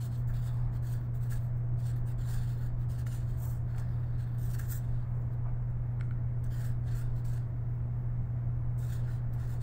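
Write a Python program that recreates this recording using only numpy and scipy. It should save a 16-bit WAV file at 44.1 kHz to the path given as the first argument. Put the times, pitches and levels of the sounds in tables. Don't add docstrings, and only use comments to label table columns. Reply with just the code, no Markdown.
import sys
import numpy as np
from scipy import signal
from scipy.fft import rfft, irfft, next_fast_len
from scipy.io import wavfile

SR = 44100
rng = np.random.default_rng(int(sys.argv[2]) if len(sys.argv) > 2 else 0)


def dump_mix(stems):
    frames = np.atleast_2d(stems).T
    limited = np.clip(frames, -1, 1)
    pcm = np.round(limited * 32767).astype(np.int16)
    wavfile.write(sys.argv[1], SR, pcm)


def magnitude_from_level(level_db):
    exponent = np.asarray(level_db, float) / 20
    return 10 ** exponent


N = 424241
STEP = 40


def rms_one(x):
    return x / np.sqrt(np.mean(x ** 2) + 1e-20)


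def noise_pair():
    return rng.standard_normal((2, N))


def to_samples(control):
    return np.interp(np.arange(N) / STEP, np.arange(len(control)), control)


def flutter(depth_db, rate_hz):
    r = np.exp(-2 * np.pi * rate_hz * STEP / SR)
    settle = 2000
    slow = signal.lfilter([1], [1, -2 * r, r * r], rng.standard_normal(N // STEP + settle + 2))[settle:]
    return to_samples(magnitude_from_level(depth_db * rms_one(slow)))


def resonate(x, hz, width_hz):
    r = np.exp(-np.pi * width_hz / SR)
    b = np.array([1, 0, -1]) * (1 - r * r) / 2
    return signal.lfilter(b, [1, -2 * r * np.cos(2 * np.pi * hz / SR), r * r], x)


def coloured(sources, spectrum, patchy_db, flicker_hz):
    hz, level_db = np.transpose(spectrum)
    edges = np.geomspace(hz[0], hz[-1], round(4 * np.log2(hz[-1] / hz[0])))
    out = 0
    for k, (low, high) in enumerate(zip(edges, edges[1:])):
        sos = signal.butter(2, [low, high], "band", fs=SR, output="sos")
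        band = signal.sosfilt(sos, sources[k % 2])
        band_db = np.interp(np.log(low * high) / 2, np.log(hz), level_db)
        out = out + band * magnitude_from_level(band_db) * flutter(patchy_db, flicker_hz)
    return rms_one(out)


def shaped(x, spectrum):
    size = next_fast_len(N)
    hz, level_db = np.transpose(spectrum)
    bin_hz = np.arange(size // 2 + 1) * SR / size + 1
    gain = magnitude_from_level(np.interp(np.log(bin_hz), np.log(hz), level_db))
    return rms_one(irfft(rfft(x, size) * gain, size)[:N])


def clicks(events, level_db):
    out = np.full(N, 1e-18)
    out[[round(row[0] * SR) for row in events]] = magnitude_from_level(level_db)
    return out


def decay(x, time_s):
    return signal.lfilter([1], [1, -np.exp(-1 / (time_s * SR))], x)


def pushes(rows, extra_db, spread):
    rise_power, fall_power = 2.08, 2.04
    top_s, rise_s, fall_s, level_db = np.array(rows).T[:4, :, None]
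    away_s = np.arange(0, N + STEP, STEP) / SR - top_s
    rising = np.abs(away_s / rise_s) ** rise_power
    falling = np.abs(away_s / fall_s / spread) ** fall_power
    away = np.where(away_s < 0, rising, falling)
    power = magnitude_from_level(2 * (level_db + np.reshape(extra_db, (-1, 1)) - 20 * away)).sum(axis=0)
    return to_samples(np.sqrt(power))


# f/Hz, level per Hz/dB
AIR_SPECTRUM = [(180, -9.5), (300, 0), (420, -4.5), (540, -6), (680, -6), (1000, -10), (1500, -15),
                (2100, -21), (2600, -35), (4000, -41), (6300, -43.5), (8200, -41), (11200, -57),
                (14500, -38.5), (15900, -38)]


def air():
    return magnitude_from_level(-56) * flutter(0.3, 1.2) * coloured(noise_pair(), AIR_SPECTRUM, 0.6, 5.0)


# multiple of hum, level re hum/dB
HUM_OVERTONES = [(1.5, -25), (2.0, -29), (4.0, -44)]
# f/Hz, level per Hz/dB
RUMBLE_SPECTRUM = [(15, 5.5), (28, 0), (42, -1.5), (54, -12.5), (70, -4), (100, -6), (150, -15),
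                   (200, -22.5), (280, -29.5), (400, -37)]


def fridge():
    hum_hz, hum_db, rumble_db = 119.9, -33.5, -36.5
    motor_hz, motor_width_hz, motor_db = 663, 42, -68
    phase = 2 * np.pi * hum_hz * np.arange(N) / SR
    tone = np.sin(phase)
    for multiple, db in HUM_OVERTONES:
        wander_rad = 0.73 * np.log(flutter(3.9, 4.0))
        tone = tone + magnitude_from_level(db) * flutter(2.7, 7.7) * np.sin(multiple * phase + wander_rad)
    hum = np.sqrt(2) * magnitude_from_level(hum_db) * flutter(0.75, 5.3) * tone
    white = noise_pair()
    drone = resonate(resonate(white[0], motor_hz, motor_width_hz), motor_hz, motor_width_hz)
    rumble = coloured(white, RUMBLE_SPECTRUM, 1.0, 0.53)
    return hum + magnitude_from_level(rumble_db) * rumble + magnitude_from_level(motor_db) * rms_one(drone)


def kitchen(x):
    t60_s, wall_cut_hz = 0.45, 6000
    size = next_fast_len(N + SR)
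    z = np.exp(-2j * np.pi * np.arange(size // 2 + 1) / size)
    dull = np.exp(-2 * np.pi * wall_cut_hz / SR)
    wall = (1 - dull) / (1 - dull * z)
    echo = 0
    for k, lag in enumerate((rng.uniform(0.008, 0.03, 10) * SR).astype(int)):
        loop = magnitude_from_level(-60 * lag / SR / t60_s) * wall * np.exp(lag * np.log(z))
        echo = echo + (-1) ** k * loop / (1 - loop)
    return irfft(rfft(x, size) * echo, size)[:N]


# t of top speed/s, rise/s, fall/s, level/dB
HAND_DRAGS = [
    (.55, .2, 0.4, -60),
    (2.3, 0.051, 0.19, -60),
    (3.46, 0.088, 0.11, -58.5),
    (3.79, 0.087, 0.086, -60),
    (5.47, 0.04, 0.086, -52.5),
]
# f/Hz, level per Hz/dB
SKIN_SPECTRUM = [(450, -9), (700, 4), (1100, 2), (1500, -15.5), (2300, -13.5)]


def hand():
    return pushes(HAND_DRAGS, 0, 1) * coloured(noise_pair(), SKIN_SPECTRUM, 2.0, 12.0)


# t/s, peak level/dB, brightness/dB
SMALL_KNOCKS = [(1.0126, -55, -19), (2.2464, -57.5, 0), (3.7464, -50.5, -17), (3.7808, -45, -8),
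                (6.6508, -53, -10), (7.251, -51, -18), (8.8253, -48, -10), (3.0655, -40, -16),
                (4.5955, -46, -26), (5.997, -49, -12), (6.0088, -37.5, -15), (6.1085, -45, -22)]
# f/Hz, width/Hz, level/dB
KNOCK_MODES = [(1400, 260, -5), (1750, 260, -7), (2200, 300, -12), (3000, 400, -17), (4100, 500, -25),
               (5400, 300, -33), (7800, 600, -29), (9100, 600, -30)]


def ticks():
    _, peak_db, bright_db = np.array(SMALL_KNOCKS).T
    scuff = rng.standard_normal(N)
    out = np.zeros(N)
    for hz, width_hz, db in KNOCK_MODES:
        knock = clicks(SMALL_KNOCKS, peak_db + db + (bright_db + 18) * (hz > 4500))
        burst = knock * SR / (np.pi * width_hz) + magnitude_from_level(19.5) * scuff * decay(knock, 0.0019)
        ring = resonate(burst, hz, width_hz)
        ring = resonate(ring, hz, 2 * width_hz)
        out += resonate(ring, hz, 2 * width_hz)
    return out


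def fibre_slips():
    slips_per_s = 14000
    hits = rng.random((2, N)) < slips_per_s / SR
    size = magnitude_from_level(1.49 * rng.exponential(1, (2, N)))
    slips = hits * size * rng.choice([-1, 1], (2, N))
    return slips + 0.99 * noise_pair()


def sheet(slips):
    out = 0
    for k, hz in enumerate(np.linspace(1500, 16500, 76)):
        out = out + flutter(3.1, 7.0) * resonate(slips[k % 2], hz, 190) * (-1) ** (k // 2)
    return out


# f/Hz, level per Hz/dB
SHEET_SPECTRUM = [(4000, -37.5), (5200, -14), (5800, -6.5), (6400, -5), (7400, -3), (8300, 0), (9300, -5.5),
                  (10200, -8), (10900, -18), (11800, -34.5)]
# f/Hz, level per Hz/dB
FIBRE_SPECTRUM = [(10000, -50), (11000, -24), (12000, -13.5), (13000, -8.5), (14000, -4), (14700, -3.5),
                  (15300, -8.5), (15750, -1.5), (16000, -39)]
# f/Hz, level per Hz/dB
COUNTER_SPECTRUM = [(1700, -31), (2100, -2), (2700, -0.5), (3200, 3.5), (3700, 2), (4500, 0.5),
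                    (5200, -2.5), (6200, -36)]


def paper_noises(slips):
    paper = sheet(slips)
    return [shaped(paper, spectrum) for spectrum in (SHEET_SPECTRUM, FIBRE_SPECTRUM, COUNTER_SPECTRUM)]


# f/Hz, width/Hz, level/dB
TIP_RINGS = [(3684, 54, -2.5), (4400, 350, -4), (7240, 200, -5.5), (8130, 36, -16.5), (8690, 27, -12.5),
             (14600, 300, -6), (15300, 300, -6)]


def tip_rings(hiss):
    return sum(magnitude_from_level(db) * flutter(1.1, 13.0) * resonate(hiss, hz, width_hz) for hz, width_hz, db in TIP_RINGS)


# f/Hz, width/Hz, level/dB
BARREL_MODES = [(1462, 350, -0.5), (1628, 180, 1), (1748, 140, -4)]


def barrel(slips):
    out = 0
    for hz, width_hz, db in BARREL_MODES:
        ring = resonate(resonate(slips[0], hz, width_hz), hz, width_hz)
        out = out + magnitude_from_level(db) * flutter(1.8, 9.0) * ring
    return rms_one(out)


# t of top/s, rise/s, fall/s, level/dB
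TURN_DIGS = [(.3, .01, 0.056, -64), (.89, .01, 0.041, -70), (1.325, .015, 0.057, -55),
             (4.556, .02, .03, -60), (4.598, 0.0066, 0.06, -57), (4.72, .03, 0.11, -63),
             (6.6, .06, 0.18, -66), (6.95, 0.12, 0.18, -67), (8.83, .015, .06, -64.5),
             (9.09, 0.032, 0.05, -63), (9.385, 0.011, .08, -67)]


def barrel_pressure(rows, effort_db, lean_db):
    base_db, effort_lag, lean_share, spread = -1.5, 0.65, 1.3, 1.2
    push_db = base_db - effort_lag * effort_db + lean_share * lean_db
    return pushes(rows, push_db, spread) + pushes(TURN_DIGS, 0, 0.75)


# t/s, peak level/dB
TIP_TOUCHES = [(0.2721, -60), (0.8235, -67), (0.856, -59), (1.1453, -64), (2.0596, -60), (2.8975, -65.5),
               (3.0689, -55.5), (3.761, -50), (3.782, -42), (3.796, -43), (4.384, -53), (4.589, -63),
               (6.441, -44.5), (6.4628, -55), (7.1846, -67.5), (7.251, -52), (8.7889, -47), (9.3367, -55)]


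def landings(body, top):
    touches = clicks(TIP_TOUCHES, np.array(TIP_TOUCHES)[:, 1] - 15)
    return decay(touches, 0.0058) * (body + magnitude_from_level(-9.0) * top)


# t of top speed/s, rise/s, fall/s, rubbing level/dB, fibre hiss re rubbing/dB
FIRST_PUSHES = [(0.017, 0.026, 0.063, -59.7, -17), (0.047, 0.069, 0.06, -63, 4),
                (0.136, 0.043, 0.072, -67.5, -3), (0.181, 0.011, 0.064, -72.0, 7),
                (0.279, 0.0093, 0.44, -73, 7.5), (0.346, 0.019, 0.073, -67.5, -7),
                (0.477, 0.084, 0.031, -62, -2.3), (0.547, 0.057, 0.14, -74.5, 2),
                (0.756, 0.054, 0.048, -71.1, 2.4), (0.827, 0.0077, 0.2, -70.5, 5),
                (0.931, 0.1, 0.068, -63, 3), (1.055, 0.15, 0.023, -81, 9), (1.151, 0.019, 0.06, -72.5, 8),
                (1.234, 0.037, 0.11, -68.5, 5.0), (1.321, 0.03, 0.078, -54.5, 0.5),
                (1.415, 0.031, 0.11, -75, 6)]
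NEXT_PUSHES = [(1.798, 0.032, 0.13, -69, -0.8), (1.884, 0.077, 0.07, -62, -2), (1.964, 0.01, 0.067, -74, 8),
               (2.093, 0.042, 0.053, -65, 2), (2.193, 0.018, 0.468, -70, -1.3),
               (2.308, 0.07, 0.16, -57.0, -1.5), (2.533, 0.257, 0.03, -67.5, 0),
               (2.662, 0.17, 0.043, -71.5, 4), (2.82, 0.05, 0.052, -76, 2), (2.901, 0.016, 0.12, -63.5, -1),
               (2.994, 0.03, 0.056, -64.5, 1), (3.076, 0.019, 0.15, -58.0, -3.3),
               (3.146, 0.018, 0.083, -61, -2)]
SHEET_SLIDE = [
    (3.316, 0.36, 0.23, -73, -1.7),
    (3.435, 0.06, 0.18, -58.5, 6.5),
    (3.716, 0.062, 0.73, -80, 3),
    (3.777, 0.0051, 0.11, -72.5, 5),
]
CAPITAL_PUSHES = [
    (4.19, 0.017, 0.12, -70.5, 0.1),
    (4.271, 0.006, 0.34, -85, 10),
    (4.383, 0.0074, 0.6, -67, 4),
    (4.459, 0.08, 0.025, -62, 6),
    (4.544, 0.085, 0.03, -58, 1),
    (4.59, 0.0049, 0.11, -59, 2.5),
    (4.727, 0.06, 0.084, -51.5, 7),
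    (4.815, 0.06, 0.29, -78.5, 0.5),
    (5.339, 0.038, 0.024, -81.5, 8),
]
LAST_PUSHES = [(6.438, 0.005, 0.057, -79, 9), (6.517, 0.015, 0.19, -68.2, 0), (6.622, 0.057, 0.071, -80, 6),
               (6.658, 0.17, 0.08, -62, 2), (6.894, 0.059, 0.27, -70, -4), (6.979, 0.052, 0.079, -60.5, 2),
               (7.182, 0.04, 0.05, -71, 0.5), (7.253, 0.012, 0.2, -67, 0),
               (7.347, 0.031, 0.064, -65.5, 0.5), (8.787, 0.012, 0.07, -65.5, 3),
               (8.833, 0.025, 0.11, -63, -1), (8.919, 0.056, 0.12, -62, 1), (9.052, 0.184, 0.039, -78, -5),
               (9.127, 0.094, 0.087, -69.2, -2.3), (9.337, 0.015, 0.042, -75, 8),
               (9.42, 0.081, 0.09, -67, -1.9), (9.515, 0.066, 0.085, -64, 1), (9.616, 0.022, 0.02, -68, -3)]
LIGHT_GRAZES = [
    (1.57, 0.042, 0.067, -86, 6),
    (1.65, .03, 0.043, -92, 6),
    (5.2, 0.18, 0.13, -84.5, 1),
    (5.7, 0.018, .04, -86, 2),
    (6.015, 0.025, .12, -80, -11),
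    (7.73, 0.073, .12, -103, 20),
]
# t/s, level/dB
PEN_LEAN = [(0, -5), (.3, 1.5), (.9, 1), (1.3, -0.5), (1.9, -0.5), (2.3, 2.5), (3.1, -0.5), (3.44, -4.5),
            (3.8, 7), (4.45, -2.5), (4.62, 1), (4.75, -1), (6.45, 3), (6.6, 1), (7.3, 0.5), (8.79, -5),
            (8.9, 1.5), (9.62, 0)]


def marker():
    usual_rub_db = -65
    rows = np.vstack([FIRST_PUSHES, NEXT_PUSHES, SHEET_SLIDE, CAPITAL_PUSHES, LAST_PUSHES])
    light = np.vstack([rows, LIGHT_GRAZES])
    effort_db, bright_db = rows[:, 3] - usual_rub_db, rows[:, 4]
    lean_db = np.interp(rows[:, 0], *np.transpose(PEN_LEAN))

    rub = pushes(light, 0, 0.93)
    fibres = pushes(light, light[:, 4], 0.8)
    weight = pushes(rows, -5 - 0.46 * effort_db - 0.51 * bright_db + lean_db, 1.17)
    pressure = barrel_pressure(rows, effort_db, lean_db)

    slips = fibre_slips()
    body, top, counter = paper_noises(slips)
    hiss = magnitude_from_level(-0.85) * rub * body + magnitude_from_level(-3.3) * fibres * top + weight * counter
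    tremble = flutter(1.8, 40)
    rubbing = tremble * (hiss + tip_rings(hiss) + pressure * barrel(slips))
    return rubbing + landings(body, top)


def scene():
    hands = marker() + hand() + ticks()
    return (hands + magnitude_from_level(-21) * kitchen(hands) + fridge() + air())[None]


def band_limit(x):
    return signal.sosfilt(signal.butter(12, 17040, fs=SR, output="sos"), x)


def record(dry):
    cut_hz = 15690
    cut = signal.sosfilt(signal.ellip(12, 0.5, 80, cut_hz, fs=SR, output="sos"), dry)
    return band_limit(cut)


dry = scene()
out = record(dry)
dump_mix(out)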